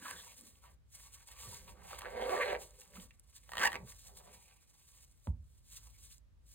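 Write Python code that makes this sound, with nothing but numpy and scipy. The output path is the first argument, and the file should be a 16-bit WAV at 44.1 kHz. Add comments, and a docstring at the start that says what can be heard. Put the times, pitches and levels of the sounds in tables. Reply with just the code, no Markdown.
"""A zipper on a small hard-shell fabric case: two pulls and a tug, each tooth clicking into the shell.
Gloved hands, heard as filtered friction, ticks and soft bumps, fold the case shut before the zipper
and set it on a table after it; that contact rings damped modes of case and table top.
Close by in a small room with a low rumble, through two microphone ports with a short diffuse echo."""
import sys
import numpy as np
from scipy import signal
from scipy.fft import rfft, irfft, next_fast_len
from scipy.io import wavfile

SR = 44100
rng = np.random.default_rng(int(sys.argv[2]) if len(sys.argv) > 2 else 0)


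def transcribe(u):
    """Save the signal u as a 16-bit wav file named by the first command-line argument.

    u: samples, shape (n,) or (channels, n), limited to [-1, 1]; the rate is SR.
    q: integer samples, one column per channel.
    """
    v = np.clip(np.atleast_2d(u).T, -1, 1)
    q = np.round(v * 32767).astype(np.int16)
    wavfile.write(sys.argv[1], SR, q)


N = 288414
TIME = np.arange(N) / SR

# resonances of the shell: (f/Hz, width/Hz, lift/dB)
SHELL_MODES = [(481, 32, 6), (597, 7.9, 3.5), (694, 49, 1), (760, 90, 3.5), (925, 22, 3), (960, 31, 0.5),
               (1120, 15, 7), (1596, 110, 9.5), (1790, 98, 4.5), (2152, 180, 7), (2680, 89, 3),
               (3100, 210, -0.5), (4630, 500, 7.5)]
# resonances of the stiff rim that carries the teeth: (f/Hz, width/Hz, lift/dB)
RIM_MODES = [(1210, 73, 6.5), (1880, 240, 13.5), (3020, 520, 0), (4300, 620, 6.5)]
# broad colour of a single tooth or glove tick: (f/Hz, relative level per Hz/dB)
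TICK_COLOUR = [(100, -14.5), (400, -17), (750, -1), (1250, -8.5), (1850, -12.5), (2450, -13.5), (3100, -8),
               (4200, -19), (5500, -19), (10000, -22.5), (15500, -25.5)]
# spectrum of a glove sliding on the weave: (f/Hz, relative level per Hz/dB)
SLIDING_COLOUR = [(800, -21), (2500, -10.5), (4000, -3.5), (5000, -4), (6800, -1), (9500, -1.25),
                  (13000, -4.5), (15800, -9)]

# length of the friction burst behind a slow tooth or a tooth of the long pull
TOOTH_GRIT_S = .0012


def from_db(db):
    """Decibels to gain."""
    return 10 ** (np.asarray(db) / 20)


def rms_one(x):
    """Scale to unit power."""
    return x / np.sqrt(np.mean(x ** 2) + 1e-20)


def at_hz(points, hz):
    """Read a table on a log-frequency axis."""
    known_hz, values = np.transpose(points)
    return np.interp(np.log(np.maximum(hz, 1)), np.log(known_hz), values)


def response(points, resonances=(), size=4096):
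    """Causal minimum-phase impulse response of a broad spectrum with resonant peaks on it."""
    hz = np.arange(size // 2 + 1) * SR / size
    db = at_hz(points, hz)
    for centre, width, lift in resonances:
        db = db + lift / (1 + (2 * (hz - centre) / width) ** 2)
    cepstrum = irfft(np.log(from_db(db)))[:size // 2]
    cepstrum[0] /= 2
    return irfft(np.exp(rfft(2 * cepstrum, size)))[:size // 2]


def colour(x, points, resonances=()):
    """Filter so that a white input keeps its power."""
    h = response(points, resonances)
    return signal.oaconvolve(x, h / np.linalg.norm(h))[:N]


def drift(rate):
    """Smooth chance with spread 1, changing about rate times a second."""
    knots = rng.standard_normal(N // 8)
    return rms_one(np.interp(TIME * rate, np.arange(len(knots)), knots))


def curve(rows):
    """Each column of a table of (t/s, value, ..) joined by straight lines over time."""
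    s, *columns = np.transpose(rows)
    return [np.interp(TIME, s, column) for column in columns]


def held(start, end, fade_s):
    """Full from start to end, fading quickly outside."""
    outside = np.maximum(start - TIME, 0) + np.maximum(TIME - end, 0)
    return np.exp(-np.minimum(outside / fade_s, 10) ** 2)


def swells(rows):
    """Rounded swells from rows of (peak t/s, half length/s, height), summed in power."""
    roundness, linger = 1.4, 0.99  # linger below 1: a swell dies a little faster than it grows
    power = np.zeros(N)
    for s, half_s, height in rows:
        near = slice(max(0, int((s - 5 * half_s) * SR)), int((s + 5 * half_s) * SR))
        age = (TIME[near] - s) / half_s
        distance = np.maximum(age / linger, -age * linger)
        power[near] += (height * np.exp(-distance ** roundness)) ** 2
    return np.sqrt(power)


def wander(x, depth_db, rate, lowest_hz=400):
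    """As fingers or slider move over the shell, bands half an octave wide come and go on their own.

    All below lowest_hz moves as one band; what lies above the last edge stays steady.
    """
    size = next_fast_len(N)
    out, rest = 0, rfft(x, size)
    hz = np.linspace(0, SR / 2, len(rest))
    for edge in lowest_hz * np.sqrt(2) ** np.arange(8):
        low = rest / (1 + (hz / edge) ** 10)
        out = out + irfft(low, size)[:N] * from_db(depth_db * drift(rate))
        rest = rest - low
    return out + irfft(rest, size)[:N]


def gritty(clicks, grit, seconds):
    """Each click drags a short burst of friction noise behind it; the mean energy stays the same."""
    r = np.exp(-1 / (seconds * SR))
    burst = np.sqrt(signal.lfilter([1 - r], [1, -r], clicks ** 2 + 1e-24))
    return (clicks + grit * burst * rng.standard_normal(N)) / np.hypot(1, grit)


def friction(per_s, spread_db, smooth, flutter_db):
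    """Threads catch and let go: dense slips of uneven size over a smooth hiss."""
    sizes = from_db(spread_db * np.clip(rng.standard_normal(N), -2, 2))
    slips = (rng.random(N) < per_s / SR) * rng.standard_normal(N) * sizes
    rough = rms_one(slips) + smooth * rng.standard_normal(N)
    return rms_one(rough * from_db(flutter_db * drift(110)))


def background(rumble_db, air_db):
    """Room rumble, about half of its power common to both ports, and a faint steady hiss in each."""
    # rumble over time: (t/s, relative level/dB)
    rumble_level = [(0, -76), (.5, -67.5), (.75, -61.5), (1.2, -65), (1.55, -60.5), (2.5, -57), (2.85, -71),
                    (3.0, -59.5), (3.25, -67), (3.8, -57.5), (4.6, -71.5), (5.2, -63.5), (5.8, -60.5),
                    (6.54, -63)]
    # rumble spectrum: (f/Hz, relative level per Hz/dB)
    rumble_colour = [(20, -35), (35, 3), (52, 9.5), (80, -1), (110, -5.5), (140, -9.5), (200, -21.5),
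                     (300, -32), (600, -57.5), (2000, -72.5)]
    # hiss spectrum: (f/Hz, relative level per Hz/dB)
    air_colour = [(100, 19.5), (400, 6), (1000, -0.5), (3000, -5.5), (8000, -12), (15000, -18)]
    apart = 0.97  # each port's own rumble relative to the common one
    whites = rng.standard_normal(N) + apart * rng.standard_normal((2, N))
    rumble = np.array([colour(white, rumble_colour) for white in whites])
    rumble = rumble * from_db(rumble_db + curve(rumble_level)[0])
    air = np.array([colour(white, air_colour) for white in rng.standard_normal((2, N))])
    return rumble + from_db(air_db) * air


def touch():
    """Strength of hiss and of rub over time: the creep of the holding hands with the strokes on top."""
    # gloves hold the case and creep on it: (start t/s, end t/s, relative hiss/dB, relative rub/dB)
    holds = [(0, 0.735, -78.5, -72.5), (0.947, 1.706, -71.5, -64), (1.846, 2.563, -70, -57),
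             (2.607, 3.097, -74, -65.5), (3.107, 3.314, -82.5, -74), (3.292, 5.043, -76.5, -74),
             (5.103, 5.268, -81.5, -80), (5.663, 6.161, -74.5, -78.5)]
    # a finger strokes the case: (peak t/s, half length/s, relative hiss/dB, relative rub/dB)
    strokes = [(0.084, 0.056, -54, -46), (0.109, 0.0087, -56, -40.5), (0.197, 0.16, -59, -53.5),
               (0.319, 0.023, -69, -51.5), (0.38, 0.021, -60.5, -69), (0.472, 0.049, -64, -64.5),
               (0.676, 0.037, -75.5, -57), (0.95, 0.028, -60.5, -89), (1.028, 0.06, -64, -86),
               (1.146, 0.017, -57, -62.5), (1.281, 0.0095, -56.5, -51.5), (1.319, 0.02, -60.5, -48.5),
               (1.422, 0.037, -54, -49), (1.513, 0.09, -57, -48.5), (1.694, 0.038, -65, -52),
               (1.866, 0.02, -85, -70), (1.93, 0.092, -61, -48.5), (1.99, 0.0057, -50.5, -38),
               (2.334, 0.1, -58.5, -39.5), (2.416, 0.022, -56, -67), (2.622, 0.025, -56.5, -51),
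               (2.661, 0.029, -64.5, -81), (2.811, 0.029, -59, -72), (2.966, 0.023, -61, -51.5),
               (3.021, 0.028, -61.5, -52), (3.365, 0.016, -59, -70.5), (3.544, 0.058, -67, -53),
               (3.67, 0.069, -61.5, -42), (3.901, 0.034, -56.5, -56), (3.993, 0.059, -64.5, -76),
               (4.072, 0.035, -61, -59), (4.178, 0.021, -58.5, -57), (4.262, 0.06, -70.5, -59.5),
               (4.344, 0.017, -62, -55), (4.423, 0.11, -69.5, -66.5), (4.803, 0.047, -73.5, -70.5),
               (4.941, 0.1, -69.5, -74), (5.02, 0.078, -74, -71), (5.262, 0.034, -70, -80),
               (5.554, 0.11, -77.5, -87.5), (5.73, 0.033, -59.5, -61.5), (5.768, 0.024, -56, -66),
               (5.861, 0.07, -67, -66.5), (6.048, 0.034, -62, -75), (6.126, 0.032, -62.5, -74),
               (6.536, 0.05, -66, -75.5)]
    hiss = swells([(s, half_s, from_db(db)) for s, half_s, db, _ in strokes])
    rub = swells([(s, half_s, from_db(db)) for s, half_s, _, db in strokes])
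    creep = from_db(2.5 * drift(74))  # the grip wavers: dB, changes per s
    for start, end, hiss_db, rub_db in holds:
        hold = creep * held(start, end, fade_s=.018)
        hiss = np.hypot(hiss, from_db(hiss_db) * hold)
        rub = np.hypot(rub, from_db(rub_db) * hold)
    return hiss, rub


def hands(sliding, pressing, slide_db, rub_db, shift_db):
    """Sliding hisses on the weave, pressing sounds the shell, shifting the case rumbles softly."""
    # spectrum of pressing fingers: (f/Hz, relative level per Hz/dB)
    rub_colour = [(150, -16.5), (400, -8), (700, 4.5), (1100, 5.5), (1600, -6), (2500, 2), (3800, -2),
                  (5500, -14), (10000, -16.5)]
    # the case shifts in the hands: (peak t/s, half length/s, relative level/dB)
    shift_times = [(0.004, 0.015, -53.5), (0.15, 0.039, -52.5), (0.47, 0.17, -68.5), (0.716, 0.021, -64),
                   (1.499, 0.07, -53), (1.743, 0.15, -56.5), (1.977, 0.056, -72), (2.586, 0.065, -56.5),
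                   (2.967, 0.066, -53), (3.811, 0.042, -48), (4.14, 0.061, -59), (4.3, 0.079, -58.5)]
    # spectrum of shifting: (f/Hz, relative level per Hz/dB)
    shift_colour = [(30, -15), (70, 0.5), (130, -3.5), (200, -3.5), (280, -16), (450, -7.5), (900, -12.5),
                    (3000, -71)]
    slide = friction(per_s=6000, spread_db=1.5, smooth=0.83, flutter_db=1.5)
    slide = colour(slide, SLIDING_COLOUR)
    slide = rms_one(wander(slide, depth_db=1.0, rate=16, lowest_hz=1600))
    # fingers bring out the shell's resonances more than the slider does
    pressed_shell = [(hz, width, 1.4 * lift) for hz, width, lift in SHELL_MODES]
    rub = friction(per_s=2200, spread_db=5.5, smooth=.3, flutter_db=2.0)
    rub = colour(rub, rub_colour, pressed_shell)
    rub = rms_one(wander(rub, depth_db=3.8, rate=16))
    shift = colour(rng.standard_normal(N), shift_colour)
    shifting = swells([(s, half_s, from_db(db)) for s, half_s, db in shift_times])
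    out = from_db(slide_db) * sliding * slide
    out += from_db(rub_db) * pressing * rub
    return out + from_db(shift_db) * shifting * shift


def wide_hiss(sliding):
    """A fainter layer of glove hiss, opposite in polarity at the two ports, widens the sliding."""
    hiss = colour(rng.standard_normal(N), SLIDING_COLOUR)
    return from_db(-15) * sliding * np.array([hiss, -hiss])


def crackle(pressing, level_db):
    """Rubber gloves stick and let go: small ticks in flurries, louder while the fingers press."""
    sizes = from_db(3 * np.clip(rng.standard_normal(N), -2, 1.5))
    rate = 70 * from_db(6 * drift(14))  # ticks per s, swinging by 6 dB some 14 times a second
    ticks = (rng.random(N) < rate / SR) * sizes * pressing
    return from_db(level_db) * colour(gritty(ticks, .6, 0.001), TICK_COLOUR, RIM_MODES)


def scuffs(level_db, width, grain_db):
    """Each scuff is a swell of friction that sounds the patch of hollow shell under the finger."""
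    # (peak t/s, relative level/dB, half length/s, resonance f/Hz)
    finger_scuffs = [(0.022, -58, 0.069, 266), (0.061, -44, 0.0094, 1350), (0.075, -48, 0.038, 1065),
                     (0.082, -49, 0.067, 1620), (0.18, -62, 0.048, 1750), (0.192, -54.5, 0.037, 3430),
                     (0.274, -57, 0.0082, 970), (0.3, -62, 0.019, 2380), (0.437, -63, 0.06, 259),
                     (0.65, -61, 0.021, 1025), (1.167, -66, 0.016, 1130), (1.34, -65, 0.0095, 1170),
                     (1.387, -59, 0.023, 2320), (1.457, -60, 0.02, 1170), (1.532, -52.5, 0.01, 940),
                     (1.375, -59.5, 0.022, 1090), (1.776, -67, 0.03, 1160), (1.892, -54, 0.11, 774),
                     (1.932, -41.5, 0.0023, 1190), (1.933, -44, 0.0029, 577), (1.992, -54, .005, 920),
                     (2.973, -52.5, .004, 1270), (2.766, -68, 0.065, 468), (2.835, -68, 0.042, 806),
                     (2.989, -48.5, 0.0081, 230), (4.098, -62.5, 0.051, 730), (4.205, -61, 0.018, 746),
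                     (4.272, -57.5, 0.037, 724), (4.375, -68, 0.047, 855), (4.51, -70, 0.066, 780),
                     (4.331, -69.5, 0.051, 2320), (4.488, -69.5, 0.12, 2430), (5.767, -64, .022, 3816),
                     (5.77, -76.5, 0.054, 1393), (5.866, -72, 0.014, 907), (5.954, -71, 0.019, 2210)]
    out, rub = np.zeros(N), friction(per_s=2700, spread_db=grain_db, smooth=0.49, flutter_db=2.0)
    for s, db, half_s, hz in finger_scuffs:
        near = np.abs(TIME - s) < 3 * half_s
        patch = signal.butter(1, [hz / (1 + width), hz * (1 + width)], "band", fs=SR, output="sos")
        swell = np.exp(-((TIME[near] - s) / half_s) ** 2)
        out[near] += from_db(db + level_db) * rms_one(signal.sosfilt(patch, rub[near])) * swell
    return out


def snaps(level_db, width, size=2048):
    """Glove rubber and pull cord let go with a tick of band noise that dies within milliseconds."""
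    # (t/s, relative level/dB, pitch f/Hz, decay/s)
    small_snaps = [(.0645, -32, 1200, .003), (0.1102, -34, 1710, 0.0035), (.11, -28, 8900, .0016),
                   (0.2624, -41, 8550, 0.0027), (.401, -38, 7740, 0.0015), (0.41, -34, 9500, 0.0013),
                   (.555, -54, 3000, .002), (.638, -45, 1100, 0.004), (1.207, -51, 1500, .002),
                   (1.273, -41, 9000, 0.0036), (1.989, -40, 4470, 0.0035), (2.635, -48, 2200, .003),
                   (2.7078, -47, 7600, .0023), (2.799, -37, 7970, 0.0012), (2.8165, -45, 2640, .003),
                   (2.935, -43, 1800, 0.0035), (2.999, -39.5, 3100, .002), (3.108, -45, 2570, 0.003),
                   (3.1965, -39, 9500, 0.0013), (3.327, -57, 2500, .002), (3.438, -47, 8000, .001),
                   (3.921, -44, 1800, .004), (4.329, -49, 9500, 0.0038), (4.985, -52, 3000, .003),
                   (5.112, -53, 8500, .002), (6.109, -49, 2500, .003), (6.181, -44, 7750, 0.002)]
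    rise_s = .0002
    out, age = np.zeros(N + size), np.arange(size) / SR
    for s, db, hz, decay_s in small_snaps:
        edges = [hz / (1 + width), min(hz * (1 + width), SR / 2 - 1000)]
        band = signal.butter(1, edges, "band", fs=SR, output="sos")
        tick = rms_one(signal.sosfilt(band, rng.standard_normal(size)))
        tick = tick * (1 - np.exp(-age / rise_s)) * np.exp(-age / decay_s)
        out[round(s * SR):][:size] += from_db(db + level_db) * tick
    return out[:N]


def bumps(level_db, rise_s, decay_s):
    """The hollow case knocks softly against the palm: a few low cycles that swell and die."""
    # as the lid shuts, the grip changes and the tug ends: (t/s, relative level/dB, pitch f/Hz)
    palm_bumps = [(1.472, -40.5, 110), (1.529, -52, 131), (2.979, -46, 233), (3.828, -39.5, 125),
                  (3.842, -53, 213)]
    out, age = np.zeros(N), np.arange(SR // 5) / SR
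    envelope = (1 - np.exp(-age / rise_s)) * np.exp(-age / decay_s)
    for s, db, hz in palm_bumps:
        swing = np.sin(2 * np.pi * hz * age) * envelope
        out[round(s * SR):][:len(age)] += from_db(db + level_db) * swing
    return out


def slow_teeth(level_db, grit, grit_s, ring_db, ring_width_hz, size=512):
    """A slow slider jumps one tooth at a time; each jump rings the rim and the patch under it."""
    # (t/s, relative level/dB, ring f/Hz)
    single_teeth = [(1.929, -48, 1220), (2.008, -39, 1700), (2.0181, -32.5, 1100), (3.491, -39, 880),
                    (3.5176, -31, 1300), (3.5337, -28.5, 1150), (3.553, -30, 1210), (3.5692, -23.5, 3000),
                    (3.58, -21.5, 3100), (3.5877, -26.5, 3100), (3.718, -28.5, 1750), (3.7289, -27, 2050)]
    out, fade = np.zeros(N), np.exp(-np.arange(size) / (2 * grit_s * SR))
    for s, db, hz in single_teeth:
        scrape = rng.standard_normal(size) * fade / np.linalg.norm(fade)
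        push = signal.unit_impulse(size) + grit * scrape
        ring = response(TICK_COLOUR, [*RIM_MODES, (hz, ring_width_hz, ring_db)])
        click = np.convolve(push, ring)
        out[round(s * SR):][:len(click)] += from_db(db + level_db) * click / np.linalg.norm(click)
    return out


def binding(force):
    """Where the slider binds and rasps, its clicks ring the patch of case that it has reached."""
    # (peak t/s, half length/s, lift against the plain buzz/dB, resonance f/Hz, width/Hz)
    rasps = [(2.028, 0.0088, 10, 990, 300), (2.052, 0.013, 2.5, 1550, 400), (2.08, 0.018, -24, 580, 158.8),
             (2.15, 0.052, -15, 2250, 300), (2.224, 0.0273, -12, 3360, 493), (2.336, 0.0233, -2, 660, 160),
             (2.342, 0.089, -8, 1130, 110), (2.367, 0.014, -4, 1740, 300),
             (2.402, 0.022, -4.5, 1130, 126.5), (2.422, 0.021, 8.5, 1950, 635),
             (2.457, 0.057, -10, 4250, 300), (2.47, 0.011, 2.5, 610, 148), (2.495, 0.021, 1.5, 2800, 1341),
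             (2.499, 0.024, -0.5, 1720, 180), (2.528, .007, 0.5, 560, 183), (2.549, 0.0091, 3.5, 1970, 696),
             (3.595, .012, 1, 1800, 160), (3.615, .012, -4, 1170, 295.8), (3.615, .008, -4.5, 2900, 405.3),
             (3.646, .005, -1.5, 880, 248), (3.639, .007, -5, 1537, 346.4), (3.652, .005, 4.5, 1826, 300),
             (3.67, 0.0044, 1.5, 2650, 457), (3.751, 0.017, -5, 2320, 616)]
    out = np.zeros(N)
    for s, half_s, lift_db, hz, width_hz in rasps:
        near = np.abs(TIME - s) < 3 * half_s + .02
        push = force[near] * from_db(lift_db) * np.exp(-((TIME[near] - s) / half_s) ** 2)
        edges = [hz - width_hz / 2, hz + width_hz / 2]
        patch = signal.butter(2, edges, "band", fs=SR, output="sos")
        # make up for the power that a narrow band leaves out
        out[near] += signal.sosfilt(patch, push + 1e-18) * np.sqrt(SR / 2 / width_hz)
    return out


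def zipper(pull, grip, wobble, uneven_db, grit, grit_s, split_hz, row_step_db=0):
    """One click per tooth into the shell: a rattle when slow, a rising buzz when fast."""
    start, end = pull[0][0], pull[-1][0]
    rate, db, bright_db = curve(pull)
    rate = rate * np.exp(wobble * drift(300))
    tooth = np.ceil(np.cumsum(rate * (TIME >= start)) / SR)
    strength = rms_one(from_db(uneven_db * rng.standard_normal(N)))
    # the two rows of teeth mesh in turn, one harder than the other
    strength = strength * from_db(row_step_db * (tooth % 2 - .5))
    # the root keeps the power independent of the rate
    clicks = np.diff(tooth, prepend=0) * np.sqrt(SR / rate) * strength
    # a fast slider skips from tooth to tooth and scrapes less
    force = gritty(clicks, grit * np.sqrt(250 / rate), grit_s)
    force = force * from_db(db) * held(start, end, fade_s=.003)
    # a taut chain gives harder contacts and more treble
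    dull = signal.sosfilt(signal.butter(2, split_hz, fs=SR, output="sos"), force)
    sharp = signal.sosfilt(signal.butter(2, split_hz, "high", fs=SR, output="sos"), force)
    # minus, so that the two halves do not cancel where they cross
    return colour(dull - sharp * from_db(bright_db), grip, SHELL_MODES) + binding(force)


def pulls():
    """The slider goes round two sides, is pulled quickly along the last and tugged home."""
    # long pull, quick pull and short tug: (t/s, mean teeth per s, relative level/dB, treble/dB)
    long_pull = [(2.029, 117, -55.5, 6), (2.06, 139, -47.5, 6), (2.09, 197, -51, 3.5), (2.14, 229, -43, -5),
                 (2.215, 224, -41, 3), (2.275, 260, -38.5, -10.5), (2.34, 376, -33.5, -6.5),
                 (2.405, 580, -37.5, -4.5), (2.455, 440, -44, 12), (2.522, 370, -42, 10.5),
                 (2.542, 162, -41.5, 5), (2.56, 123, -43, 4.5), (2.572, 107, -47, 0)]
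    quick_pull = [(3.594, 150, -37.5, 1.5), (3.607, 270, -35.5, -2), (3.622, 395, -32.5, -2),
                  (3.63, 470, -27.5, -2), (3.638, 555, -28, -1.5), (3.645, 640, -30.5, -2),
                  (3.652, 905, -28, 1), (3.66, 990, -34.5, 2.5), (3.669, 960, -34.5, 4),
                  (3.676, 830, -36, 2)]
    short_tug = [(3.7355, 158, -40.5, -9), (3.7485, 172, -37.5, -7), (3.756, 135, -36, -10),
                 (3.765, 115, -36.5, -7)]
    # broad colour of the shell as it is gripped: (f/Hz, relative level per Hz/dB)
    long_grip = [(60, -32.5), (170, -19), (300, -9), (430, -2.5), (560, -1), (720, 0.5), (1000, -12),
                 (1350, -20.5), (2100, -18), (2700, -23.5), (4200, -26.5), (5000, -35.5), (9000, -38),
                 (15500, -42.5)]
    quick_grip = [(60, -32.5), (150, -17), (260, -10.5), (480, -17.5), (750, -4), (1050, -9), (1400, -11.5),
                  (1900, -6.5), (2350, -19.5), (2900, -16), (4000, -25), (5200, -17.5), (10000, -23.5),
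                  (15500, -27)]
    first = zipper(long_pull, long_grip, wobble=.11, uneven_db=1.5, grit=.55, grit_s=TOOTH_GRIT_S,
                   split_hz=1600, row_step_db=3)
    first = wander(first, depth_db=1.3, rate=30)
    second = zipper(quick_pull, quick_grip, wobble=0.01, uneven_db=3.0, grit=.4, grit_s=0.0011,
                    split_hz=2200)
    last = zipper(short_tug, quick_grip, wobble=0.025, uneven_db=3.0, grit=.4, grit_s=0.0027,
                  split_hz=880)
    return from_db(-2.0) * first + from_db(-1.0) * (second + last)


def spread(x, echo):
    """Waves run round the shell: all-pass loops smear each click over a few milliseconds."""
    g = np.clip(echo, 0, .8)
    for lag in (13, 23, 31):  # samples
        a = np.r_[1, np.zeros(lag - 1), g]
        x = signal.lfilter(a[::-1], a, x + 1e-18)
    return x


def landing(level_db):
    """The case meets the table edge, then settles; long soft contacts drive mainly the low modes."""
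    # contacts: (t/s, relative strength/dB, contact time/s)
    contacts = [(5.272, -52.5, 0.00021), (5.2778, -35, 0.0044), (5.286, -27.5, 0.0086),
                (5.301, -38.5, 0.0055)]
    # case and table top ringing together: (f/Hz, relative level/dB, t60/s)
    table_modes = [(70, -13, 0.07), (86, -8.5, 0.04), (135, -11, 0.1), (160, -7, 0.03), (320, -1, 0.03),
                   (900, 6, 0.014), (1250, -1, 0.006), (1950, -17, 0.03), (2300, -3, 0.003),
                   (3200, -3, 0.004), (232, -9, 0.05), (560, -6, .03), (700, 5, .02), (880, -6, .055)]
    force, out = np.zeros(N), np.zeros(N)
    for s, db, contact_s in contacts:
        push = np.sin(np.pi * np.clip((TIME - s) / contact_s, 0, 1)) ** 2
        force += from_db(db + level_db) * push / (push.sum() + 1e-9)
    for hz, db, t60 in table_modes:
        r, w = from_db(-60 / (t60 * SR)), 2 * np.pi * hz / SR
        ring = signal.lfilter([0, np.sin(w)], [1, -2 * r * np.cos(w), r * r], force + 1e-18)
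        out += from_db(db) * ring
    return out


def two_ports(x):
    """The close ports hear the same sound, the left one leading in phase by frequency."""
    # (f/Hz, lead of the left port/radians)
    port_phase = [(20, 0), (300, 0), (570, .1), (620, 2.4), (735, 2.6), (800, 1.4), (920, 1.2), (1150, .4),
                  (1650, .4), (2100, .8), (3000, 1), (4200, 1.6), (5000, 2.95), (5900, 3.35), (7200, 5.1),
                  (8700, 6.3), (10200, 7.6), (11200, 9.25), (12200, 9.6), (13200, 11), (15000, 12.6)]
    size = next_fast_len(N + 4096)
    lead = np.exp(1j * at_hz(port_phase, np.arange(size // 2 + 1) * SR / size))
    return np.array([irfft(rfft(x, size) * lead, size)[:N], x])


def room(x, gap_s, early, early_s, size=32768):
    """A diffuse tail, stronger at first, that dies octave by octave; alike at both ports in the bass."""
    # what the walls send back: (f/Hz, gain/dB)
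    wall_colour = [(60, 5), (250, 2), (600, 1), (900, 1.5), (1300, -1), (2000, 0), (5000, -6),
                   (14000, -19.5)]
    # how long the tail rings: (f/Hz, t60/s)
    room_t60 = [(100, 0.42), (500, 0.32), (1000, 0.19), (2000, 0.17), (6000, 0.043), (14000, 0.044)]
    x = signal.oaconvolve(x, response(wall_colour))[:N]
    age, hz = np.arange(size) / SR, np.arange(size // 2 + 1) * SR / size
    shared, own = rfft(rng.standard_normal(size)), rfft(rng.standard_normal((2, size)))
    alike = 1 / (1 + (hz / 600) ** 2)
    diffuse = np.sqrt(alike) * shared + np.sqrt(1 - alike) * own
    tail = 0
    for low in 40 * 2 ** np.arange(9):
        octave = irfft(diffuse * ((hz >= low) & (hz < 2 * low)))
        tail = tail + octave * np.exp(-np.log(1000) * age / at_hz(room_t60, low * np.sqrt(2)))
    tail = tail * (age > gap_s) * (1 + early * np.exp(-age / early_s))
    return signal.oaconvolve(x[None], tail / np.linalg.norm(tail[0]), axes=1)[:, :N]


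def scene():
    """Gloves, zipper and landing close to the two ports, their echo, and the room's own rumble."""
    sliding, pressing = touch()
    gloves = hands(sliding, pressing, slide_db=5.0, rub_db=-8.5, shift_db=-7.5)
    gloves += crackle(pressing, level_db=6.5)
    gloves += scuffs(level_db=-3.5, width=0.05, grain_db=0.5) + snaps(level_db=-9.0, width=0.13)
    single = slow_teeth(level_db=11.5, grit=.5, grit_s=TOOTH_GRIT_S, ring_db=6, ring_width_hz=500)
    case = gloves + spread(single + pulls(), echo=.38)
    thud = landing(level_db=7.0)
    direct = case + thud + bumps(level_db=1.5, rise_s=0.0063, decay_s=0.015)
    ports = two_ports(direct) + wide_hiss(sliding)
    outgoing = from_db(-11) * case + from_db(-16) * thud  # the palm bumps send no echo
    echo = room(outgoing, gap_s=.0049, early=2.5, early_s=.011)
    return ports + echo + background(rumble_db=-2.0, air_db=-74.0)


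def record(dry):
    """The left port is shaded, most in the low mids; the deepest bass and the top are cut."""
    # (f/Hz, gain of the left port/dB)
    left_shade = [(60, -1.4), (250, -3), (500, -3), (600, 0), (670, -11), (740, -4.5), (820, -5.5),
                  (900, -1.8), (1100, -1.3), (2300, -1.5), (5000, -.4), (12000, 0)]
    left = signal.oaconvolve(dry[0], response(left_shade))[:N]
    bass_cut = signal.butter(6, 42, "high", fs=SR, output="sos")
    top_cut = signal.ellip(10, .1, 70, 15900, fs=SR, output="sos")
    return signal.sosfilt(top_cut, signal.sosfilt(bass_cut, [left, dry[1]]))


dry = scene()
out = record(dry)
transcribe(out)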